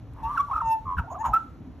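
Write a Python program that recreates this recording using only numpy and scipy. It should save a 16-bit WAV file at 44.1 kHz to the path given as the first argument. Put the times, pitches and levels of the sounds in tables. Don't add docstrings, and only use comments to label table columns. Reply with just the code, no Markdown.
import sys
import numpy as np
from scipy import signal
from scipy.fft import rfft, irfft, next_fast_len
from scipy.io import wavfile
from scipy.ndimage import uniform_filter1d

SR = 44100
rng = np.random.default_rng(int(sys.argv[2]) if len(sys.argv) > 2 else 0)


def store_wav(level_fs):
    pcm = np.round(np.clip(np.atleast_2d(level_fs), -1, 1) * 32767)
    wavfile.write(sys.argv[1], SR, pcm.T.astype(np.int16))


N = 79380
TIME = np.arange(N) / SR
SIDES = np.array([[1], [-1]])
CUTOFF_HZ = 14450

# t/s, f/Hz, level/dB
MURMUR = [(.14, 983, -63), (.175, 937, -48), (.232, 866, -45)]
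OPENING_LOW = [(.23, 892, -35), (.234, 893, -29.5), (.258, 906.4, -25.5), (.29, 946, -33), (.31, 1037, -29),
               (.325, 1076, -52), (.365, 895, -34)]
OPENING_HIGH = [(.243, 1119, -51), (.262, 1140, -35), (.285, 1147, -29), (.32, 1202, -31),
                (.345, 1168, -29.5), (.37, 1080, -30.5)]
FIRST_CHIP = [(.364, 1714, -43.5), (.37, 1614, -32.5), (.373, 1300, -32.5), (.378, 1460, -17),
              (.382, 1344, -16), (.386, 1314, -32.5), (.396, 1440, -41)]
PIP = [(.384, 1079, -36.5), (.394, 1129, -21), (.405, 1133, -13), (.415, 1151, -18.5), (.423, 1113, -48),
       (.455, 1126, -54), (.48, 1145, -35), (.49, 1120, -52)]
WARBLE_HIGH = [(.509, 983, -44.5), (.514, 1144, -21.5), (.521, 1116, -21.5), (.527, 981, -41.5),
               (.533, 1225, -24.5), (.541, 1307, -22.5), (.548, 1244, -29), (.556, 1174, -28.5),
               (.564, 1323, -18), (.571, 1192, -34), (.577, 1327, -29.5), (.581, 1283, -18.5),
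               (.586, 1194, -36.5), (.591, 1253, -25.5), (.598, 1260, -41)]
WARBLE_LOW = [(.485, 1000, -35), (.497, 936, -48), (.502, 930, -23), (.508, 868, -46), (.528, 800, -37),
              (.545, 1000, -38), (.556, 887, -46), (.57, 980, -35), (.588, 850, -38), (.605, 900, -44)]
SLUR = [(.602, 1324, -34.5), (.608, 1381, -23.5), (.613, 1214, -20.5), (.622, 897, -26)]
WHISTLE = [(.62, 925, -25.5), (.64, 913, -28.3), (.662, 903, -23.6), (.695, 898, -22), (.715, 896, -19.4),
           (.73, 892, -19.1), (.748, 888.6, -22.7), (.762, 888.7, -30), (.8, 872, -41.5), (.83, 882, -50)]
TRILL = [(.852, 1135, -43), (.868, 1058, -34.5), (.89, 1035, -27.5), (.925, 1007, -27), (.946, 987, -32.5),
         (.955, 1015, -41), (.97, 965, -52)]
SECOND_CHIP = [(.97, 1447, -30.5), (.975, 1635, -46), (.979, 1451, -54.5), (.983, 1312, -28.5),
               (.988, 1489, -17.5), (.993, 1288, -49), (.998, 1339, -24), (1.004, 1252, -33.5),
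               (1.01, 1340, -65)]
CHIP_LOW = [(.993, 860, -30.5), (1.0, 980, -34), (1.015, 940, -33.5), (1.025, 878, -49)]
MUTTER_LOW = [(1.04, 683, -44), (1.07, 700, -49), (1.087, 894, -36), (1.098, 882, -70), (1.11, 952, -30),
              (1.118, 575, -38.5), (1.132, 750, -33.5), (1.145, 644, -44), (1.17, 724, -34),
              (1.182, 757, -50.5)]
MUTTER_HIGH = [(1.11, 1132, -45), (1.126, 996, -34.5), (1.138, 1102, -51.5), (1.152, 1228, -33.5),
               (1.168, 1140, -39.5), (1.185, 1000, -38.5)]
COO = [(1.182, 799, -45.5), (1.2, 867, -32.5), (1.216, 912, -24.5), (1.226, 872, -31.5), (1.232, 918, -50)]
RASP_LOW = [(1.228, 1054, -45.5), (1.238, 1026, -29.5), (1.247, 995.4, -22.5), (1.26, 931.5, -19.5),
            (1.271, 949, -24.5), (1.283, 945, -29), (1.292, 883, -35)]
GURGLE = [(1.286, 873, -31), (1.297, 879.3, -31), (1.33, 843, -36.5), (1.365, 803, -41.5),
          (1.395, 850, -44)]
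RASP_HIGH = [(1.25, 1284, -51), (1.257, 1252, -24.5), (1.264, 1236, -39), (1.272, 1350, -35.5),
             (1.29, 1310, -41)]
LAST_NOTE = [(1.329, 1292, -49), (1.334, 1275, -26), (1.339, 1287, -11.5), (1.347, 1315, -13),
             (1.358, 1324, -20.5), (1.369, 1360, -14), (1.378, 1295, -29.5), (1.383, 1333, -38.5),
             (1.405, 1405, -39)]
# gesture, overtone gain/dB, overtone tilt/(dB per octave), hiss gain/dB,
# roughness (0-1), flutter depth (0-1), left over right/dB
PHRASE = [ (MURMUR, -20.5, 0, -16.5, 0.9, 0, 0), (OPENING_LOW, 3.2, -2, -34, 0.18, 0, 1.5),
          (OPENING_HIGH, -14, 0, -27, 0.19, 0, 0), (FIRST_CHIP, 9, -6, -25, 0.2, 0, -1),
          (PIP, 0, 0, -35, 0.049, 0, -1.4), (WARBLE_HIGH, 1.4, -9, -31, 0.21, 0, -0.8),
          (WARBLE_LOW, -4.5, -1, -40.5, 0.5, 0, 0), (SLUR, -10, -1.5, -28, 0.056, 0, -1),
          (WHISTLE, 4.2, 0, -53, 0.013, 0, 1.2), (TRILL, -0.52, -18, -37.5, 0.15, 1, 0),
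          (SECOND_CHIP, 13, -13, -18.5, 0.31, 0, -0.66), (CHIP_LOW, -13.5, 6.1, -45.5, 0.053, 0, 0),
          (MUTTER_LOW, -4, -6, -34, 0.45, 0, -1.8), (MUTTER_HIGH, -4, -4, -27, 0.35, 0, -1.5),
          (COO, 15, -35, -32, 0.051, 0, 2), (RASP_LOW, -1.5, -2.2, -37.5, 0.52, 0.6, 0),
          (GURGLE, -14, -4.5, -28, 0.9, 0.5, 0), (RASP_HIGH, 0, -1.5, -9.5, 0.5, 0, 0),
          (LAST_NOTE, 0.57, 0, -29.5, 0.06, 0, -1.4)]
# f/Hz, gain/dB
THROAT_RESPONSE = [(1800, -27), (2700, -27.5), (3500, -37), (4500, -52), (5500, -34.5), (6250, -48.5),
                   (7200, -44), (8100, -47.5), (9000, -41), (9850, -39.5), (10700, -53.5), (11650, -39),
                   (12500, -48), (13400, -59), (14400, -50.5)]
# t/s, width/s, centre f/Hz, added gain/dB
BEAK_OPENINGS = [(0.654, 0.018, 7100, 20), (.687, 0.011, 6870, 18), (0.72, 0.0072, 5400, 1.5),
                 (.718, 0.053, 9900, 0.5), (0.724, 0.039, 12950, 12), (1.344, 0.015, 11460, 0)]

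# t/s, width/s, level/dB
WHEEZES = [(1.125, 0.012, -57.5), (1.207, 0.011, -58), (1.268, 0.019, -55)]
AIR_FLOWS = [(.243, .01, -59.5), (.35, .045, -62.5), (.395, 0.0099, -67.5), (.5, 0.069, -68.5),
             (.57, 0.016, -63.5)]
PUFFS = [(.03, 0.015, -34.5), (.125, 0.031, -40), (.258, 0.047, -41), (.44, 0.11, -48.5),
         (.66, 0.035, -40.5), (.81, 0.02, -44), (.875, 0.019, -33.5), (.99, 0.018, -28),
         (1.15, 0.011, -52.5), (1.3, 0.021, -34)]
# t/s, width/s, f/Hz, envelope level/dB
THUMPS = [(0.255, .016, 69.2, -30), (0.554, 0.008, 60, -28), (0.869, 0.0066, 92.7, -29.5),
          (0.996, 0.017, 75.6, -25), (1.286, 0.0075, 75.2, -31)]
# t/s, level/dB
SWELL_ENVELOPE = [(0, -55.5), (.9, -54), (1.35, -51), (1.56, -48), (1.61, -38.5), (1.645, -52),
                  (1.685, -38.5), (1.73, -52.5), (1.8, -49)]

# f/Hz, relative level/dB
HISS_SPECTRUM = [(400, -9.5), (900, 3.5), (1600, 13), (2100, 0.5), (2750, -1), (3300, -6), (4400, -17),
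                 (5600, -8), (6600, -30), (8000, -8), (9300, -24.5), (10500, -19), (11700, -6),
                 (12700, -35.5), (14400, -26.5)]
WHEEZE_SPECTRUM = [(3000, -40), (5900, -22), (6400, -8), (6750, 0), (7150, -9), (7700, -22), (10000, -34),
                   (11800, -22), (12800, -24), (14200, -34)]
AIR_FLOW_SPECTRUM = [(2000, -4.5), (2800, -1), (3700, 1), (4900, -4.5), (5600, -0.5), (6800, -9.5),
                     (8000, -3), (9200, -16.5), (10200, -4), (11600, -2.5), (12600, -24.5), (14000, -31.5)]
TICK_SPECTRUM = [(2000, -13.5), (6000, -7.5), (11500, -2.5), (14000, -17.5)]
WASH_SPECTRUM = [(1500, -10), (2800, 0.5), (3800, 0.5), (4600, -2.5), (5700, -8), (7500, -1.5),
                 (9200, -10.5), (11500, -5.5), (13000, -16)]
PUFF_SPECTRUM = [(12, -39.5), (25, -17.5), (40, 0.5), (70, -1.5), (110, -6), (170, -10.5), (300, -30.5),
                 (600, -75.5), (2000, -110)]
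SWELL_SPECTRUM = [(20, -43.5), (60, -26.5), (130, 5.5), (200, -0.5), (280, 9), (400, -20.5), (800, -43.5),
                  (3000, -80.5)]
BACKGROUND_SPECTRUM = [(25, -22), (60, 3), (130, -0.5), (200, -29), (280, -13), (400, -16.5), (800, -21),
                       (1500, -30), (3000, -39.5), (4500, -44), (6000, -46.5), (7500, -52), (9000, -69.5),
                       (10300, -54), (11500, -46.5), (12600, -71), (14400, -81.5)]
# f/Hz, lead of the left/rad
PORT_PHASE = [(20, 0), (300, -.1), (700, -.35), (1300, -.15), (2670, .6), (3960, .8), (4570, 1.6),
              (5250, 5.0), (5600, 5.9), (7490, 7.9), (8350, 9.1), (9560, 9.7), (11600, 12.1), (12500, 12.6),
              (14000, 13.1)]


def magpie():
    song = sum(syrinx_note(*row) for row in PHRASE)
    wheezes = bumps(WHEEZES) * noise(WHEEZE_SPECTRUM)
    streaming_air = bumps(AIR_FLOWS) * noise(AIR_FLOW_SPECTRUM)
    return song + wheezes + streaming_air


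def syrinx_note(gesture, overtones_db, tilt_db, hiss_db, roughness, flutter_depth, pan_db):
    flutter_hz, flutter_peak_s, swing_hz, swing_db = 91, .903, 73, 5
    rough_rate_hz, rough_pitch_ratio, rough_db = 229, .11, 3.5
    edge_s, hiss_smooth_s = .003, .018
    times, hz, db = np.transpose(gesture)
    flutter = flutter_depth * np.cos(2 * np.pi * flutter_hz * (TIME - flutter_peak_s))
    shake = roughness * rough_pitch_ratio * drift(rough_rate_hz)
    pitch = np.interp(TIME, times, hz) * (1 + shake) + swing_hz * flutter
    inside_s = np.minimum(TIME - times.min(), times.max() - TIME)
    gate = np.sin(np.pi / 2 * np.clip(inside_s / edge_s + .5, 0, 1)) ** 2
    effort = uniform_filter1d(np.interp(TIME, times, from_db(db)), size=90) * gate
    amplitude = effort * from_db(swing_db * flutter + roughness * rough_db * drift(rough_rate_hz))
    on = gate > 0
    tone = np.zeros(N)
    tone[on] = harmonic_tone(pitch[on], effort[on], on, overtones_db, tilt_db)
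    airflow = uniform_filter1d(amplitude, size=int(hiss_smooth_s * SR))
    hiss = airflow * from_db(hiss_db) * noise(HISS_SPECTRUM)
    return (amplitude * tone + hiss) * from_db(SIDES * pan_db / 2)


def harmonic_tone(pitch, effort, on, overtones_db, tilt_db):
    brightening, even_db, shimmer_db_per_octave, rasp_rad = .8, -8.5, .4, .035
    phase = 2 * np.pi * np.cumsum(pitch) / SR
    drive_db = 20 * np.log10(effort / effort.max() + 1e-9)
    slope_db = tilt_db + brightening * drive_db - shimmer_db_per_octave * drift(rate_hz=91)[on]
    jitter = rasp_rad * drift(rate_hz=200)[on]
    tone = np.sin(phase)
    for k in range(2, 17):
        hz = k * pitch
        source_db = overtones_db + slope_db * np.log2(k / 2)
        source_db += drive_db if k % 2 else even_db
        gain = from_db(source_db + at_hz(THROAT_RESPONSE, hz)) * beak_resonance(hz, on)
        tone += gain * (hz < CUTOFF_HZ) * np.sin(k * phase + (k - 1) * jitter)
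    return tone


def beak_resonance(hz, on, width_hz=600, flutter_hz=74, flutter_depth=.7):
    lift = sum(bumps([(s, width_s, db)])[on] * bell(hz, centre_hz, width_hz)
               for s, width_s, centre_hz, db in BEAK_OPENINGS)
    return 1 + lift * (1 + flutter_depth * np.cos(2 * np.pi * flutter_hz * TIME[on]))


def thumps():
    return sum(bumps([(s, width_s, db)]) * np.sin(2 * np.pi * hz * (s - TIME))
               for s, width_s, hz, db in THUMPS)


def tick(start_s=.135, decay_s=.0023, level_db=-56.5):
    envelope = (TIME > start_s) * np.exp(-abs(TIME - start_s) / decay_s)
    return from_db(level_db) * envelope * noise(TICK_SPECTRUM)


def yard(source, t60_s=.32, delay_s=.0015, lowpass_hz=2600, gain_db=-11, side_db=-7):
    response = rng.standard_normal((2, N)) * from_db(-60 * TIME / t60_s) * (TIME > delay_s)
    response /= np.sqrt(np.sum(response[0] ** 2))
    response = signal.lfilter(*signal.butter(1, lowpass_hz, fs=SR), response)
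    mid, side = signal.fftconvolve(response, source.mean(axis=0)[None], axes=1)[:, :N]
    return from_db(gain_db) * (mid + from_db(side_db) * side * SIDES)


def airy_wash(source, t60_s=.67, gain_db=-44.5):
    retention = from_db(-120 / (t60_s * SR))
    power = signal.lfilter([1 - retention], [1, -retention], source.mean(axis=0) ** 2)
    return from_db(gain_db) * np.sqrt(power) * noise(WASH_SPECTRUM)


def wind_puffs():
    return bumps(PUFFS) * wide_noise(PUFF_SPECTRUM, side_db=-19)


def distant_background(steady_db=-46, side_db=-13):
    swell_db = np.interp(TIME, *np.transpose(SWELL_ENVELOPE))
    swell = from_db(swell_db) * wide_noise(SWELL_SPECTRUM, side_db)
    return swell + from_db(steady_db) * wide_noise(BACKGROUND_SPECTRUM, side_db)


def wide_noise(spectrum, side_db):
    return noise(spectrum) + from_db(side_db) * noise(spectrum) * SIDES


def noise(spectrum):
    gain = from_db(at_hz(spectrum, np.fft.rfftfreq(N, 1 / SR)))
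    return unit_power(irfft(rfft(rng.standard_normal(N)) * gain, N))


def drift(rate_hz):
    lowpass = signal.butter(3, rate_hz, fs=SR, output="sos")
    return unit_power(signal.sosfilt(lowpass, rng.standard_normal(N)))


def bumps(rows):
    return sum(from_db(db) * bell(TIME, s, width_s) for s, width_s, db in rows)


def bell(x, centre, width):
    return np.exp(-.5 * ((x - centre) / width) ** 2)


def at_hz(spectrum, hz):
    frequencies, db = np.transpose(spectrum)
    return np.interp(np.log(np.maximum(hz, 1)), np.log(frequencies), db)


def unit_power(x):
    return x / np.sqrt(np.mean(x ** 2) + 1e-20)


def from_db(db):
    return 10 ** (np.asarray(db) / 20)


def scene():
    direct = magpie() + tick()
    return direct + yard(direct) + airy_wash(direct) + thumps() + distant_background() + wind_puffs()


def record(dry):
    size = next_fast_len(N + SR // 10)
    lead_rad = np.interp(np.fft.rfftfreq(size, 1 / SR), *np.transpose(PORT_PHASE))
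    ports = irfft(rfft(dry, size) * np.exp(.5j * lead_rad * SIDES), size)[:, :N]
    highpass = signal.butter(2, 28, "high", fs=SR, output="sos")
    lowpass = signal.ellip(10, .2, 80, CUTOFF_HZ, fs=SR, output="sos")
    return signal.sosfilt(lowpass, signal.sosfilt(highpass, ports))


dry = scene()
out = record(dry)
store_wav(out)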